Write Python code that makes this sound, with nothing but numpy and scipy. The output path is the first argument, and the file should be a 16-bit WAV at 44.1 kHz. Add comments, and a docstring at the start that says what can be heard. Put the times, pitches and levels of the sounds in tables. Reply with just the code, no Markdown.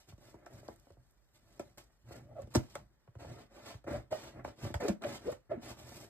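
"""Scissors work through the tape on the far side of a large cardboard box, in a small room.
First the blade slides along the seam in light strokes, breaking fibres, with soft knocks that run
over the panels as falling chirps and ring the hollow box. At 2.3 s it sticks and judders; at 2.55 s
it pops through with sharp clicks. From 3.2 s the strokes press harder, from 3.9 s it judders again,
more pops come near 4.8 s, and a last stroke fades at 6 s."""
import sys
import numpy as np
from scipy import signal
from scipy.fft import rfft, irfft, next_fast_len
from scipy.io import wavfile
from scipy.ndimage import uniform_filter1d

SR = 44100
rng = np.random.default_rng(int(sys.argv[2]) if len(sys.argv) > 2 else 0)


def master_out(mix):
    """Clip the mix to full scale and print it as 16-bit PCM to the path in sys.argv[1]."""
    frames = np.transpose(np.atleast_2d(mix))
    ceiling = np.clip(frames, -1, 1)
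    pcm = np.round(ceiling * 32767).astype(np.int16)
    wavfile.write(sys.argv[1], SR, pcm)


N = 268569
BINS_HZ = np.fft.rfftfreq(N, 1 / SR)

# Blade pushes, before trim: (start [s], swell [s], length [s], hiss [dB], rasp [dB], rumble [dB])
PUSHES = [(-0.01, 0.013, 0.011, -63.5, -90, -64), (0.063, 0.035, 0.027, -63, -61.5, -55),
          (0.163, 0.08, 0.15, -69.5, -62.5, -61), (0.31, 0.031, 0.22, -93, -63, -66),
          (0.483, 0.066, 0.11, -68.5, -57.5, -48), (0.614, 0.0253, 0.11, -72.5, -61.5, -56),
          (0.75, 0.0255, 0.16, -82, -75.5, -66), (0.965, 0.042, 0.092, -97, -90, -65.5),
          (1.08, 0.012, 0.008, -83, -96, -78.5), (1.328, 0.0255, 0.033, -73, -74, -65),
          (1.332, 0.21, 0.37, -76.5, -69, -58), (1.773, 0.003, 0.014, -59, -58, -54.5),
          (1.8, 0.03, 0.12, -90, -76, -73), (1.998, 0.131, 0.36, -103.5, -70, -48.5),
          (2.034, 0.1293, 0.14, -63, -52, -61), (2.337, 0.0746, 0.092, -73.5, -60, -42),
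          (2.492, 0.026, 0.16, -66.5, -63, -55), (2.537, 0.004, 0.0072, -47.5, -49.5, -41),
          (2.661, 0.056, 0.12, -64, -68.5, -50), (2.779, 0.021, 0.0433, -82, -69, -50),
          (3.179, 0.0251, 0.24, -62.5, -54, -52), (3.257, 0.047, 0.058, -80, -65.5, -41),
          (3.47, 0.1067, 0.177, -63, -56, -58), (3.634, 0.0414, 0.085, -53, -52, -54),
          (3.858, 0.0242, 0.088, -60.5, -41, -38), (3.889, 0.0336, 0.083, -57, -49.5, -39),
          (4.1, 0.0254, 0.025, -50, -42.5, -45.5), (4.113, 0.015, 0.17, -55, -52.5, -49.5),
          (4.283, 0.1225, 0.11, -73, -52, -40.5), (4.435, 0.0173, 0.054, -60.5, -52.5, -47),
          (4.54, 0.1247, 0.14, -53, -51.5, -50), (4.612, 0.0308, 0.055, -57, -47, -34.5),
          (4.795, 0.013, 0.079, -51.5, -39.5, -46), (5.006, 0.0311, 0.063, -56.5, -40.5, -50),
          (5.046, 0.0366, 0.11, -49.5, -47.5, -46.5), (5.198, 0.032, 0.092, -63.5, -54, -56),
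          (5.226, 0.0473, 0.087, -58, -51, -44), (5.489, 0.021, 0.0427, -74, -47, -42.5),
          (5.556, 0.046, 0.069, -83.5, -59.5, -59), (5.59, 0.085, 0.12, -52.5, -50, -49.5),
          (5.743, 0.0557, 0.3, -61, -55.5, -50)]
# Hand steadying the box, before trim: (hiss [dB], rasp [dB], rumble [dB])
RESTING_HAND = (-84, -80.5, -77.5)
def push_levels(blade_release_db_per_s=307, panel_release_db_per_s=217):
    """Hiss, rasp and rumble in dB: pushes add their power to that of the resting hand."""
    power = from_db(RESTING_HAND)[:, None] ** 2 * np.ones(N)
    for start_s, swell_s, length_s, *levels_db in PUSHES:
        t = np.arange(max(0, -start_s), length_s + .5, 1 / SR)
        rise = np.sin(np.pi / 2 * np.clip(t / swell_s, 0, 1)) ** 2
        released_s = np.clip(t - length_s, 0, 1)
        blade = rise * from_db(-blade_release_db_per_s * released_s)
        panel = rise * from_db(-panel_release_db_per_s * released_s)
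        for layer, level_db, envelope in zip(power, levels_db, [blade, blade, panel]):
            add(layer, start_s, (from_db(level_db) * envelope) ** 2)
    return 10 * np.log10(power)


def fibres(level_db, spectrum, per_s, spread_db, flutter_db, flutter_hz, trim_db):
    """Fibres break under the blade, many small and a few large, heard through the box."""
    sizes = from_db(spread_db * np.minimum(rng.exponential(1, N), 4))
    clicks = sizes * rng.choice([-1, 1], N) * (rng.random(N) < per_s / SR)
    force = clicks * from_db(flutter_db * wander(flutter_hz, N))
    return unit_rms(box_modes(force, lambda f: gain(spectrum, f))) * from_db(level_db + trim_db)


# Spectra of tape, card, panel and tearing fibres: (frequency [Hz], level [dB])
TAPE_HISS = [(300, -18), (900, 5.5), (1500, -4), (2200, -1.5), (2800, -1.5), (3600, -2), (5300, 0),
             (7000, -5), (9500, -10), (12000, -14), (15500, -12)]
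CARD_RASP = [(60, -10), (160, -3.5), (260, -1), (450, 1), (700, -1), (1000, -6), (1900, -8.5),
             (2800, -22.5), (6000, -50)]
PANEL_RUMBLE = [(25, -18), (55, 1.5), (100, 1.5), (135, 2.5), (170, -10), (300, -18), (800, -50.5)]
FIBRE_SNAP = [(300, -56), (900, 10), (1800, 5), (3500, -1.5), (6000, 6.5), (8500, -1), (11000, -4),
              (15500, -8)]
# Edge of the scrape, set by blade angle: (time [s], treble boost [dB])
BLADE_EDGE = [(0, 12), (0.8, 15.5), (1.8, 14.5), (2.3, 11.5), (3.4, 3), (5.3, 4.5), (5.7, 7.5), (5.95, 17)]
def blade_scrape(shelf_hz=7000, ripple_db=-0.03):
    """The sliding blade hisses on the tape, rasps on the card and shakes the panel."""
    hiss_db, rasp_db, rumble_db = push_levels()
    hiss = fibres(hiss_db, TAPE_HISS, per_s=6000, spread_db=1.5,
                  flutter_db=-1.95, flutter_hz=74.2, trim_db=-3.5)
    rasp = fibres(rasp_db, CARD_RASP, per_s=2000, spread_db=0.5,
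                  flutter_db=1.43, flutter_hz=57.5, trim_db=-2.5)
    rumble = fibres(rumble_db, PANEL_RUMBLE, per_s=670, spread_db=1.8,
                    flutter_db=0, flutter_hz=25, trim_db=-8)
    crackle = fibres(hiss_db, FIBRE_SNAP, per_s=260, spread_db=0.5,
                     flutter_db=0.5, flutter_hz=15, trim_db=-14)
    hz, t, bands = signal.stft(hiss + rasp + crackle, SR, nperseg=512, noverlap=384)
    # Contact moving over the flaps: a trace of ripple in narrow bands.
    ripple = uniform_filter1d(rng.standard_normal(bands.shape), size=3, axis=0)
    ripple = unit_rms(uniform_filter1d(ripple, size=45, axis=1))
    shelf = hz ** 2 / (hz ** 2 + shelf_hz ** 2)
    edge_db = np.outer(shelf, np.interp(t, *np.transpose(BLADE_EDGE)))
    bands = bands * from_db(ripple_db * ripple + edge_db)
    return signal.istft(bands, SR, nperseg=512, noverlap=384)[1][:N] + rumble


# Blade knocks and tape pops, before trim: (time [s], body [dB], centre [Hz], thump [dB], snap [dB])
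KNOCKS_AND_POPS = [(0.09, -56.5, 530, -50.5, -76), (0.122, -47, 590, -45.5, -89),
                   (0.179, -49.5, 228, -66, -68), (0.341, -39, 412, -53.5, -68),
                   (0.463, -37.5, 670, -76, -58), (0.528, -70.5, 503, -51, -67),
                   (0.629, -42, 308, -77, -90), (0.684, -28.5, 408, -54, -63),
                   (0.868, -47.5, 346, -70, -90), (0.902, -44, 417, -57, -75),
                   (0.968, -49.5, 394, -56, -98), (1.595, -26.5, 450, -55, -50.5),
                   (1.781, -45.5, 700, -64, -53), (2.107, -38.5, 493, -49, -76.5),
                   (2.42, -48, 470, -47, -60), (2.472, -42.5, 244, -70, -68), (2.55, -17, 566, -30, -31.5),
                   (2.554, -9.5, 270, -24.5, -37), (2.563, -23, 200, -30.5, -52),
                   (2.753, -28.5, 700, -58, -48.5), (3.075, -48.5, 600, -51, -93.5),
                   (3.152, -44, 610, -43, -71), (3.204, -41, 497, -52.5, -81),
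                   (3.246, -36, 480, -46, -80.5), (3.662, -43.5, 680, -70, -52.5),
                   (3.74, -43.5, 574, -41.5, -68), (3.841, -41.5, 452, -50, -64),
                   (3.876, -28, 420, -73, -70), (4.447, -24.5, 560, -46.5, -53.5),
                   (4.476, -35, 506, -54, -69), (4.633, -44.5, 200, -55, -66),
                   (4.649, -30.5, 494, -64.5, -61), (4.701, -33, 221, -43, -69),
                   (4.741, -26, 697, -29, -43.5), (4.882, -19, 340, -45, -39), (4.891, -24, 497, -56, -57),
                   (5.037, -29, 1080, -63, -50.5), (5.322, -35.5, 570, -53, -53.5),
                   (5.694, -65, 745, -43.5, -48)]
def knock(time_s, body_db, centre_hz, thump_db, snap_db, size=6144):
    """A blow spreads as a bending wave, treble first, and bounces between the panel edges."""
    t = np.arange(size) / SR
    lead_samples = size // 32
    bounces, crack = rng.standard_normal((2, size))
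    blow = 0.06 * bounces * np.exp(-t / 0.0086)
    blow[0] = 1
    blow = np.roll(blow, lead_samples)

    def bending_wave(hz, octaves, travel):
        """A band around hz, delayed by travel / sqrt(f) seconds."""
        def band(f):
            return octave_band(f + 1, hz, octaves) * np.exp(-4j * np.pi * travel * np.sqrt(f))
        return unit_peak(box_modes(blow, band))

    body = from_db(body_db - 5) * bending_wave(centre_hz, octaves=0.93, travel=0.0802)
    thump = from_db(thump_db + 1) * bending_wave(hz=87, octaves=0.57, travel=0.1626)
    tear = np.roll(crack * (np.exp(-t / 0.00046) + 0.38 * np.exp(-t / 0.0203)), lead_samples)
    snap = from_db(snap_db + 8) * unit_peak(box_modes(tear, lambda f: gain(FIBRE_SNAP, f)))
    return time_s - lead_samples / SR, body + thump + snap


# Card jerked by a slip: (frequency [Hz], level [dB])
CARD_JERK = [(100, -29), (300, 10), (1100, 0.5), (2200, -7.5), (5000, -17), (10000, -44)]
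# Blade catches, before trim:
# (peak time [s], swell [s], fade [s], level [dB], slip rate [Hz], glide [octaves/s])
CATCHES = [(2.32, 0.092, 0.071, -54, 599, 1), (2.366, 0.015, 0.023, -42, 612, -7.5),
           (2.395, 0.027, 0.02, -35, 583.6, -3.5), (3.945, 0.073, 0.062, -35, 577.4, 0.5),
           (4.127, 0.014, 0.035, -29, 611, 0.9), (4.83, 0.03, 0.043, -35.5, 499.4, -1.5),
           (4.858, 0.026, 0.011, -26, 402, -3), (4.902, 0.017, 0.0297, -23.5, 204.4, -5),
           (5.053, 0.029, 0.0282, -31.5, 593.4, -7.5), (5.124, 0.055, 0.068, -48, 259.9, -10.5),
           (5.26, 0.006, 0.045, -37.5, 258.5, 27), (5.295, 0.041, 0.016, -28, 550, 12.5),
           (5.326, 0.014, 0.023, -40, 591, 0), (5.519, 0.015, 0.022, -29, 595, 2.5),
           (5.539, 0.028, 0.04, -37.5, 380, -7.5), (5.58, 0.029, 0.025, -39.5, 235, -5.5)]
def judder(peak_s, swell_s, fade_s, level_db, slip_hz, glide_oct_per_s,
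           jitter=0.07, shimmer_db=1.56, overtone_db_per_oct=-25, grit_db=-9,
           jerk_db=-18, jerk_spread_db=4, depth_db=17.5, trim_db=-4):
    """Stick and slip at an unsteady, gliding rate; each slip jerks the card by its own amount."""
    t = np.arange(-swell_s, fade_s, 1 / SR)
    rate_hz = slip_hz * 2 ** (glide_oct_per_s * t) * (1 + jitter * wander(190, len(t)))
    phase = 2 * np.pi * np.cumsum(rate_hz) / SR
    tone = sum(from_db(overtone_db_per_oct * np.log2(k)) * np.sin(k * phase) for k in range(1, 5))
    grit = unit_rms(wander(200, len(t)) * np.cos(phase))  # uneven slips smear the tone
    slips = np.diff(phase // (2 * np.pi), prepend=0)
    jerks = slips * from_db(jerk_spread_db * rng.standard_normal(len(t)))
    card = unit_rms(box_modes(jerks, lambda f: gain(CARD_JERK, f)))
    sound = unit_rms(tone) + from_db(grit_db) * grit + from_db(jerk_db) * card
    sound *= from_db(shimmer_db * wander(130, len(t)))
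    swell_db = -depth_db * np.maximum(-t / swell_s, t / fade_s)
    envelope = from_db(level_db + swell_db + trim_db) * signal.windows.tukey(len(t), .1)
    return peak_s - swell_s, unit_rms(sound) * envelope


# Sharp clicks: (time [s], peak [dB], centre [Hz])
CLICKS = [(0.461, -50, 4440), (0.681, -46, 4480), (0.74, -57, 7500), (0.761, -53, 7500), (0.798, -52, 8500),
          (0.906, -58, 4500), (0.922, -61, 5000), (1.11, -57, 11500), (1.121, -64, 11500),
          (1.601, -49, 7500), (1.782, -43, 11000), (2.42, -50, 7900), (2.55, -23, 5000), (2.556, -19, 6100),
          (2.564, -24, 5030), (2.754, -33, 4700), (4.742, -36, 2900), (4.821, -42, 3550),
          (4.883, -33, 3000), (4.886, -28.5, 4440), (4.894, -44, 8500), (5.021, -45, 4960),
          (5.046, -36, 2310), (5.319, -39, 9000), (5.328, -52, 8000)]
def click(time_s, peak_db, centre_hz, octaves=0.7, ring_s=0.00041, rattle_s=0.006, size=2048):
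    """The blades click or a fibre snaps, with a faint short rattle after it."""
    t, f = np.arange(size) / SR, np.fft.rfftfreq(size, 1 / SR)
    lead_samples = size // 32
    envelope = np.exp(-t / ring_s) + 0.1 * np.exp(-t / rattle_s)
    force = np.roll(rng.standard_normal(size) * envelope, lead_samples)
    sound = irfft(rfft(force) * octave_band(f + 1, centre_hz, octaves))
    return time_s - lead_samples / SR, from_db(peak_db) * unit_peak(sound)


# Hollow box and, from about 3 kHz, steel blades: (frequency [Hz], width [Hz], gain re panel [dB])
MODES = [(121.5, 24, 0.5), (210, 20, 0.5), (244.6, 34, 4.5), (325.7, 55, 8), (393.5, 22, -2.5),
         (579, 56, 7.5), (681, 31, 3.5), (825, 12, -8.5), (1315, 97, -7.5), (1495, 35, -15),
         (2300, 750, -7.5), (2980, 36, -3), (8100, 90, -2)]
def box_modes(force, spectrum):
    """A force, coloured by a spectrum, drives the box as a sounding board."""
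    size = next_fast_len(len(force))
    f = np.fft.rfftfreq(size, 1 / SR)
    ring = 1 + sum(from_db(db) * 1j * f * width_hz / (hz ** 2 - f ** 2 + 1j * f * width_hz)
                   for hz, width_hz, db in MODES)
    return irfft(rfft(force, size) * ring * spectrum(f), size)[:len(force)]


def echoes(sound, start_s, decay, send, size, patterns, block_size=4096, taps_per_s=4000):
    """Sparse reflections per port; the pattern changes each block: diffuse, with no hollow ring."""
    shape = (patterns, 2, size)
    taps = rng.choice([-1., 1.], shape) * (rng.random(shape) < taps_per_s / SR)
    taps *= np.arange(size) / SR > start_s
    hz, t, bands = signal.stft(taps, SR, nperseg=128)
    t60_s = lookup(decay, hz)[:, None]
    tails = signal.istft(bands * from_db(-60 * t / t60_s) / np.sqrt(t60_s), SR, nperseg=128)[1]
    tails /= np.linalg.norm(tails, axis=-1, keepdims=True)
    sent = np.pad(irfft(rfft(sound) * gain(send, BINS_HZ), N), block_size)
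    wet = np.zeros((2, len(sent) + tails.shape[-1]))
    for k, at in enumerate(range(0, N + block_size, block_size // 2)):
        block = sent[at:at + block_size] * signal.windows.cosine(block_size)
        answer = signal.fftconvolve(block[None], tails[k % patterns], axes=-1)
        wet[:, at:at + answer.shape[-1]] += answer
    return wet[:, block_size:block_size + N]


# Decay of close reflections, flap scatter and room: (frequency [Hz], T60 [s])
NEAR_DECAY = [(100, 0.041), (15000, 0.012)]
FLAP_DECAY = [(100, 0.05), (15000, 0.05)]
ROOM_DECAY = [(100, 0.22), (300, 0.2), (800, 0.19), (2000, 0.14), (6000, 0.17), (15000, 0.22)]
# Close reflections, with two narrow treble notches from microphone processing and coding:
# (frequency [Hz], level [dB])
NEAR_LEVEL = [(100, -29), (400, -9), (900, -4.5), (2000, -1), (3700, 1.5), (6000, -6), (9000, -5),
              (10200, -27), (11200, -6.5), (12500, -22), (14200, -8.5)]
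# Room reverberation: (frequency [Hz], level [dB])
ROOM_LEVEL = [(60, -21.5), (150, -12.5), (280, -9.5), (600, -10), (2000, -8), (4000, -13), (8000, -29),
              (15000, -20)]
def reflections(blows, scrape):
    """Table and wall return the blows, the flaps diffuse the scrape, the room answers both."""
    near = echoes(blows, start_s=0.0006, decay=NEAR_DECAY, send=NEAR_LEVEL, size=2048, patterns=24)
    flaps = echoes(scrape, start_s=0.002, decay=FLAP_DECAY, send=NEAR_LEVEL, size=2048, patterns=24)
    room = echoes(scrape + blows, start_s=0.01, decay=ROOM_DECAY, send=ROOM_LEVEL, size=16384, patterns=5)
    return near + flaps + room


# Phase between microphone ports: (frequency [Hz], left lead [rad])
LEFT_LEAD = [(0, 0), (500, -.8), (1400, -.2), (2100, 1.3), (2700, 2.9), (6400, 3.6), (7400, 5.6),
             (8500, 6.5), (10200, 9.4), (12000, 12.3), (13200, 12.9), (14600, 15.6)]
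# Balance between ports: (frequency [Hz], left minus right [dB])
LEFT_BALANCE = [(100, -0.66), (380, 0.75), (700, 0.4), (1300, -2), (2400, -0.82), (4400, -2.9),
                (9000, 0.84)]
def microphone_ports(direct, reflected):
    """Sound reaches the two ports a little apart in phase and level."""
    side = np.array([[.5], [-.5]])
    phase = side * np.interp(BINS_HZ, *np.transpose(LEFT_LEAD))
    heard = rfft(direct) * np.exp(1j * phase) + rfft(reflected)
    return irfft(heard * from_db(side * lookup(LEFT_BALANCE, BINS_HZ)), N)


# Room noise: (frequency [Hz], relative level [dB])
ROOM_NOISE = [(20, -3.5), (45, 12.5), (58, 13.5), (85, -26), (140, -4.5), (300, -17.5), (700, -19.5),
              (1900, -18.5), (2800, -60.5), (6000, -54), (8300, -47.5), (15000, -30.5)]
def room_tone(level_db=-70):
    """Faint steady rumble and hiss, half of its power common to both ports."""
    noise = rng.standard_normal(N) + rng.standard_normal((2, N))
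    return from_db(level_db) * unit_rms(irfft(rfft(noise) * gain(ROOM_NOISE, BINS_HZ), N))


def from_db(db):
    return 10 ** (np.asarray(db) / 20)


def unit_rms(x):
    return x / np.sqrt(np.mean(x ** 2) + 1e-24)


def unit_peak(x):
    return x / abs(x).max()


def lookup(table, hz):
    """Interpolates on a log-frequency axis."""
    f, value = np.transpose(table)
    return np.interp(np.log(hz + 1), np.log(f + 1), value)


def gain(table_db, hz):
    return from_db(lookup(table_db, hz))


def octave_band(f, centre_hz, octaves):
    """Gaussian band on a log-frequency axis."""
    return np.exp(-.5 * (np.log2(f / centre_hz) / octaves) ** 2)


def wander(hz, size):
    """Unit-rms noise, low-passed at hz."""
    f = np.fft.rfftfreq(size, 1 / SR)
    return unit_rms(irfft(rfft(rng.standard_normal(size)) / (1 + (f / hz) ** 4), size))


def add(mix, start_s, sound):
    part = mix[max(0, round(start_s * SR)):][:len(sound)]
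    part += sound[:len(part)]


def scene():
    """Scrape, judders, knocks and clicks with their reflections, over the room tone."""
    scrape, blows = blade_scrape(), np.zeros(N)
    for row in CATCHES:
        add(blows, *judder(*row))
    for row in KNOCKS_AND_POPS:
        add(blows, *knock(*row))
    for row in CLICKS:
        add(blows, *click(*row))
    return microphone_ports(scrape + blows, reflections(blows, scrape)) + room_tone()


def record(dry, low_cut_hz=42, high_cut_hz=14200, band_limit_hz=15750):
    """Bass and treble roll-offs and band limit of the recorder."""
    thinned = signal.sosfilt(signal.butter(3, low_cut_hz, "highpass", fs=SR, output="sos"), dry)
    dulled = signal.sosfilt(signal.butter(8, high_cut_hz, fs=SR, output="sos"), thinned)
    band_limit = signal.firwin(511, band_limit_hz, window=("kaiser", 9), fs=SR)
    return signal.oaconvolve(dulled, band_limit[None], "same")


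dry = scene()
out = record(dry)
master_out(out)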